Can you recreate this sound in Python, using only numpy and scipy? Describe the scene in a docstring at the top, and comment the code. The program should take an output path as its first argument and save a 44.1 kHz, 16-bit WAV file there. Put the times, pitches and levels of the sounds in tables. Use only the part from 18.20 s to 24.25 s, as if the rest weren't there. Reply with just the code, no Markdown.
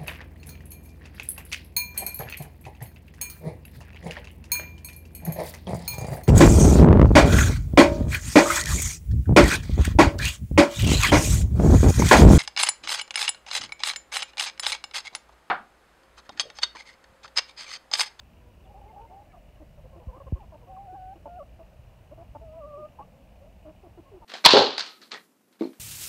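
"""Hens in a backyard run

Hens cluck in short gliding notes and draw out three long whining calls, a few metres from a phone: voiced partials
shaped by throat and mouth resonances, plus a rasp of throat air and a short echo. The hand bumps the phone's case
with low falling thumps. Shaped noise gives wind rumble, flock murmur and microphone hiss; a far motor rattles,
hums and whistles, and one small bird chirps in sliding sines."""
import sys
import numpy as np
from scipy import signal
from scipy.fft import rfft, irfft
from scipy.io import wavfile
from scipy.ndimage import uniform_filter1d

SR = 44100
rng = np.random.default_rng(int(sys.argv[2]) if len(sys.argv) > 2 else 0)


def pcm_store(signal):
    """Save signal as 16-bit PCM."""
    levels = np.round(np.clip(np.atleast_2d(signal), -1, 1) * 32767)
    wavfile.write(sys.argv[1], SR, levels.astype(np.int16).T)


N = 266716
T = np.arange(N) / SR  # s


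def undb(db):
    """Gain of a level in dB."""
    return 10 ** (np.asarray(db) / 20)


def walk(rate, size=N):
    """Slow random drift: levels held for 1 / rate s, smoothed twice; spread near 1."""
    hold = max(int(SR / rate), 1)
    held = np.repeat(rng.standard_normal(size // hold + 1), hold)[:size]
    return 1.3 * uniform_filter1d(uniform_filter1d(held, hold), hold)


def band(lo_hz, hi_hz):
    """Noise between two edges, rms 1."""
    bandpass = signal.butter(4, [lo_hz, hi_hz], "band", fs=SR, output="sos")
    noise = signal.sosfilt(bandpass, rng.standard_normal(N))
    return noise / noise.std()


def sine(hz):
    """Sine that follows a pitch curve in Hz."""
    return np.sin(2 * np.pi * np.cumsum(hz) / SR)


def resonance_db(hz, centre_hz, width_hz, skirt_db):
    """Gain of a resonance: 0 dB at the centre, falling away on both sides."""
    return -skirt_db * np.log10(1 + ((hz - centre_hz) / width_hz) ** 2)


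def syrinx(hz, gains, jitter, flutter_db):
    """Nearly pure partials on a pitch that trembles a little, with an uneven airflow."""
    trembling_hz = hz * (1 + jitter * walk(250, size=len(hz)))
    phase = 2 * np.pi * np.cumsum(trembling_hz) / SR
    flow = undb(flutter_db * walk(110, size=len(hz)))
    return flow * sum(gain * np.sin(k * phase) for k, gain in enumerate(gains, 1))


# short hen notes: t/s, length/ms, start f/Hz, end f/Hz, peak level of the loudest partial/dB, throat resonance f/Hz
CLUCK_NOTES = [(0.13, 204, 507, 480.5, -65, 750), (0.45, 39, 366, 385, -56.5, 750),
               (0.49, 34, 400, 414, -52.5, 697), (0.539, 62, 372, 430, -49, 710),
               (0.612, 38, 427, 386, -50.5, 745), (0.645, 80, 410, 451, -51, 742),
               (0.723, 39, 332, 413, -49.5, 810), (0.759, 48, 404, 412, -41.5, 810),
               (0.797, 74, 447, 457, -48, 778), (0.891, 150, 357, 426, -47, 780.0),
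               (0.895, 59, 453, 428, -52.5, 757), (1.099, 27, 604, 557, -64.5, 2060),
               (1.128, 36, 696, 570, -56.5, 1250), (1.138, 18, 356, 352, -46.5, 835),
               (1.165, 22, 342, 328, -52, 726), (1.368, 17, 578, 537, -64, 1400),
               (1.398, 39, 310, 299, -48.5, 473), (1.575, 28.5, 578, 568, -48, 350.0),
               (1.64, 32, 522, 517, -50.5, 200.0), (1.725, 49, 534, 532, -53, 787),
               (1.755, 42, 345, 329, -51.5, 514), (1.795, 39, 553, 475, -56, 755),
               (1.811, 40, 409, 413, -55.5, 704), (1.88, 42, 525, 512, -49.5, 790),
               (1.915, 78, 412.6, 645, -56, 950), (1.925, 60, 480.7, 548, -52, 800.0),
               (1.96, 26, 373, 279, -50.5, 500), (2.001, 24.5, 553, 542, -45.5, 850),
               (2.065, 22.5, 548, 523, -44.5, 820), (2.156, 29.5, 533, 535, -52, 840),
               (2.155, 40, 338, 395, -52.5, 400), (2.19, 49, 570, 361, -50, 880),
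               (2.227, 29, 310, 345, -53, 826), (2.318, 48, 310, 303, -47.5, 738),
               (2.415, 35, 560, 467, -54.5, 780), (2.467, 66, 553, 536, -52.5, 798),
               (2.564, 20, 615, 514, -52.5, 980), (2.724, 30, 393, 307, -50, 500.0),
               (2.749, 19, 636, 524, -55, 1340), (2.953, 28, 324, 325, -49.5, 463),
               (3.055, 27, 269.5, 287, -39, 700), (3.387, 47, 327, 333, -46, 582),
               (3.91, 31, 253, 332, -44.5, 511), (3.974, 63, 304, 357, -45.5, 576),
               (4.148, 24.5, 304, 279.7, -39, 751), (4.211, 34, 450, 429, -56.5, 687),
               (4.32, 98, 510, 480, -60.5, 820), (4.572, 50, 468, 330, -50, 565),
               (4.786, 34, 279, 274.5, -39, 880), (4.788, 48, 501, 585, -47.5, 980),
               (5.205, 86, 527, 646, -52.5, 280.0), (5.447, 70, 302.6, 317, -44.5, 525),
               (5.63, 51, 454, 322, -49, 600), (5.772, 32.3, 400, 328, -45.0, 520),
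               (5.853, 52, 547, 544, -59, 863), (5.912, 80, 488, 342, -45.5, 517),
               (6.011, 89, 338, 267.6, -49.0, 1005)]
# the throat lifts partials near its resonance; the voice falls off per octave
THROAT_WIDTH_HZ, THROAT_SKIRT_DB, VOICE_DB_PER_OCTAVE = 45.6, 19.5, -6
# a note whose partials miss the resonance is breathier: dB of rasp per dB lost, and the most it gains
RASP_DB, BREATHY_SHARE, BREATHY_MAX_DB = -19.5, .33, 9
FALL_POWER = .42  # falling notes drop early and level out


def clucks():
    """Each note swells, glides and stops; low notes break in from above, hoarse and with a rasp of throat air."""
    voice, air = np.zeros(N + SR), np.zeros(N + SR)
    k = np.arange(1, 5)  # partial numbers
    for s, ms, hz0, hz1, db, throat_hz in CLUCK_NOTES:
        t = np.arange(int(ms * SR / 1000)) / SR
        u = t * 1000 / ms  # 0..1 through the note
        shape = np.clip(2.2 * np.sin(np.pi * u), 0, 1)

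        # slack membranes start tight and drop to their pitch within a few cycles
        slack = min(650 / (hz0 + hz1), 1) ** 3
        glide = u ** (FALL_POWER if hz1 < hz0 else 1)
        break_in = 1 + .14 * slack ** 2 * np.exp(-t / .008)
        pitch = (hz0 + (hz1 - hz0) * glide) * break_in

        throat = resonance_db(k * (hz0 + hz1) / 2, throat_hz, THROAT_WIDTH_HZ, THROAT_SKIRT_DB)
        colour = throat + VOICE_DB_PER_OCTAVE * np.log2(k)
        gains = undb(db + colour - colour.max())
        breath_db = min(-BREATHY_SHARE * colour.max(), BREATHY_MAX_DB)

        start = int(s * SR)
        note = slice(start, start + len(t))
        voice[note] += shape * syrinx(pitch, gains, .009 + .014 * slack, 1.8)
        air[note] += shape * (1 + slack) / 2 * undb(db + breath_db)
    return voice[:N] + undb(RASP_DB) * air[:N] * band(300, 1120)


# long hen calls, one list of breakpoints each: t/s, f/Hz, rms level of the first partial/dB
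WHINE_CALLS = [
    [(2.46, 689, -64), (2.5, 761, -46), (2.56, 737, -46.5), (2.585, 780, -42), (2.65, 816, -50),
     (2.675, 749, -45.5), (2.73, 740, -43.5), (2.755, 812, -42.5), (2.79, 742, -44.5), (2.915, 759, -42.5),
     (2.935, 795, -43.5), (2.95, 810, -62)],
    [(3.07, 687, -46), (3.15, 710, -44), (3.18, 746, -42.5), (3.21, 570, -42), (3.225, 560, -45.5),
     (3.24, 830, -49)],
    [(4.207, 642, -48), (4.24, 663.5, -50.5), (4.3, 613, -48), (4.39, 664, -43), (4.42, 589, -43.5),
     (4.45, 575, -44), (4.47, 617, -47), (4.52, 588.5, -44), (4.565, 572, -42.5), (4.585, 609, -42),
     (4.655, 608, -37.5), (4.674, 625, -51)],
]
# the overtone rings a mouth resonance, and is muffled until the beak opens BEAK_OPEN_S before the end
MOUTH_HZ, MOUTH_WIDTH_HZ, MOUTH_SKIRT_DB, OVERTONE_DB = 1164, 75, 14, -6.5
BEAK_OPEN_S, BEAK_MOVE_S, BEAK_SHUT_DB = 0.25, 0.023, -11.5


def whines():
    """Long clean calls: two partials with a quick quaver in pitch, the upper one shaped by mouth and beak."""
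    out = np.zeros(N)
    for call in WHINE_CALLS:
        s, hz, db = np.transpose(call)
        on = (T >= s[0]) & (T < s[-1])
        t = T[on]
        edge = np.clip(np.minimum(t - s[0], s[-1] - t) / 0.011, 0, 1)  # 11 ms fades
        tune = np.interp(t, s, hz)
        pitch = tune * (1 + .007 * walk(60, size=len(t)))

        shut = np.clip((s[-1] - BEAK_OPEN_S - t) / BEAK_MOVE_S, 0, 1)
        mouth = resonance_db(2 * tune, MOUTH_HZ, MOUTH_WIDTH_HZ, MOUTH_SKIRT_DB)
        overtone_db = OVERTONE_DB + BEAK_SHUT_DB * shut + mouth
        first = np.sqrt(2) * undb(np.interp(t, s, db))  # rms to peak
        gains = [first, first * undb(overtone_db)]
        out[on] += edge * syrinx(pitch, gains, .008, 1.2)
    return out


ECHO_DB = -18


def coop_echo(hens):
    """Scatter from ground and coop: noise from 4 ms on that dies by 60 dB in 0.2 s, smearing the hens."""
    t = T[:SR // 4]
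    scatter = rng.standard_normal(len(t)) * np.exp(-np.log(1000) * t / 0.2) * (t > .004)
    echo = signal.fftconvolve(hens, scatter / np.linalg.norm(scatter))[:N]
    return undb(ECHO_DB) * echo


# bumps of the case: t/s, nominal peak level/dB, slowness (stretch of the sweep), direction (sign of the wave)
CASE_BUMPS = [(1.869, -29, 1.35, "pull"), (2.059, -38.5, 1.3, "pull"), (2.1228, -18.7, 1.12, "pull")]
SOFT_POWER = 6  # slower bumps have a softer attack: power of slowness


def thumps():
    """A bump travels through the case: the sharp part arrives first, the deep part late, a falling sweep."""
    out = np.zeros(N)
    for s, db, slow, way in CASE_BUMPS:
        t = np.maximum(T - s, 0) / slow
        cycles = 30 * t + 0.67 * np.log(1 + t / 0.0011)  # falls towards 30 Hz / slow
        attack = np.sin(np.pi / 2 * np.clip(t / (.0007 * slow ** SOFT_POWER), 0, 1)) ** 2
        swell = np.exp(-((t - .011) / .0145) ** 2) * attack
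        sign = 1 if way == "push" else -1
        out += sign * undb(db) * swell * np.sin(2 * np.pi * cycles)
    return out


# faint chirps of a small bird: t/s, start f/Hz, end f/Hz, peak level/dB
BIRD_CHIRPS = [(.44, 3800, 3080, -69), (.68, 2180, 2060, -62.5), (.872, 2050, 2180, -66)]
CHIRP_LENGTH_S = 0.028


def songbird():
    """Thin short whistles that slide in pitch."""
    out = 0
    for s, hz0, hz1, db in BIRD_CHIRPS:
        u = np.clip((T - s) / CHIRP_LENGTH_S, 0, 1)
        out = out + undb(db) * np.sin(np.pi * u) * sine(hz0 + (hz1 - hz0) * u)
    return out


# slow fader moves of the motor's low hum: t/s, rms level/dB
HUM_LEVELS = [(2.2, -74), (3, -68.5), (5.4, -67.5), (5.9, -70.5)]
HUM_HZ = 185.2
BUZZ_HZ, BUZZ_DB = 59.15, -74  # strokes per second, rms level
WHISTLE_HZ, WHISTLE_DB = 2900, -84


def motor():
    """A far small motor: a rattle on every stroke, every other one weaker, wavering, a low hum and a thin whistle."""
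    turn = np.cumsum(BUZZ_HZ / 2 * (1 + 0.0087 * walk(2.4))) / SR  # two strokes a turn
    stroke = np.exp(-(2 * turn % 1) / 0.56)
    rattle = stroke * np.where(turn % 1 < .5, 1, .6) + 0.098
    buzz = rattle * undb(1.4 * walk(25.12)) * band(2333, 3002)

    hum_gain = np.sqrt(2) * undb(np.interp(T, *np.transpose(HUM_LEVELS)))
    hum = hum_gain * sine(HUM_HZ + 0.987 * walk(1.5))
    whistle = undb(WHISTLE_DB + 2.5 * walk(14)) * sine(WHISTLE_HZ + 8 * walk(5.6))
    return buzz / buzz.std() * undb(BUZZ_DB) + hum + whistle


# tone curve of the yard bed: f/Hz, relative level per Hz/dB
YARD_SPECTRUM = [(20, -14.5), (56, 1.5), (120, -9), (190, -17), (280, -21.5), (440, -25.5), (620, -18),
                 (810, -25), (1300, -35.5), (2100, -36.5), (3400, -43.5), (7700, -49.5), (9500, -49.5),
                 (10500, -53.5), (11600, -49), (15500, -51.5)]
# gusts that ride the wind rumble: t/s, relative level/dB
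GUST_LEVELS = [(0, -8.5), (.8, -1.5), (1.1, -4), (1.55, 0.5), (2.4, -1.5), (2.9, -3), (3.7, -5), (4.1, 0.5),
               (4.6, -2.5), (5.2, -2), (6.05, -4.5)]
YARD_DB = -51  # rms of the whole bed


def yard():
    """Half-octave noise bands: the bass heaves with gusts, the middle flickers with the far flock, the hiss is even."""
    f = np.maximum(np.arange(N // 2 + 1) * SR / N, 1)
    hz, db = np.transpose(YARD_SPECTRUM)
    noise = rfft(rng.standard_normal(N)) * undb(np.interp(np.log(f), np.log(hz), db))
    gust = np.interp(T, *np.transpose(GUST_LEVELS))
    out, step = 0, np.log(2) / 2
    for centre in 16 * np.exp(step * np.arange(22)):
        share = np.clip(1 - np.abs(np.log(f / centre)) / step, 0, 1)  # crossfades into its neighbours
        lively = 1 / (1 + (centre / 1200) ** 3)
        heave = gust / (1 + (centre / 110) ** 2)
        flicker = lively * (2.52 * walk(2.92) + 0.8 * walk(12))
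        out = out + irfft(noise * share, N) * undb(heave + flicker)
    return out / out.std() * undb(YARD_DB)


def scene():
    """Hens and their echo, the bumps, the small bird and the motor over the yard bed."""
    hens = clucks() + whines()
    return (hens + coop_echo(hens) + thumps() + songbird() + motor() + yard())[None]


TOP_HZ = 15730


def record(dry):
    """The phone cuts the top with a steep low-pass."""
    lowpass = signal.ellip(14, .2, 70, TOP_HZ, fs=SR, output="sos")
    return signal.sosfilt(lowpass, dry)


dry = scene()
out = record(dry)
pcm_store(out)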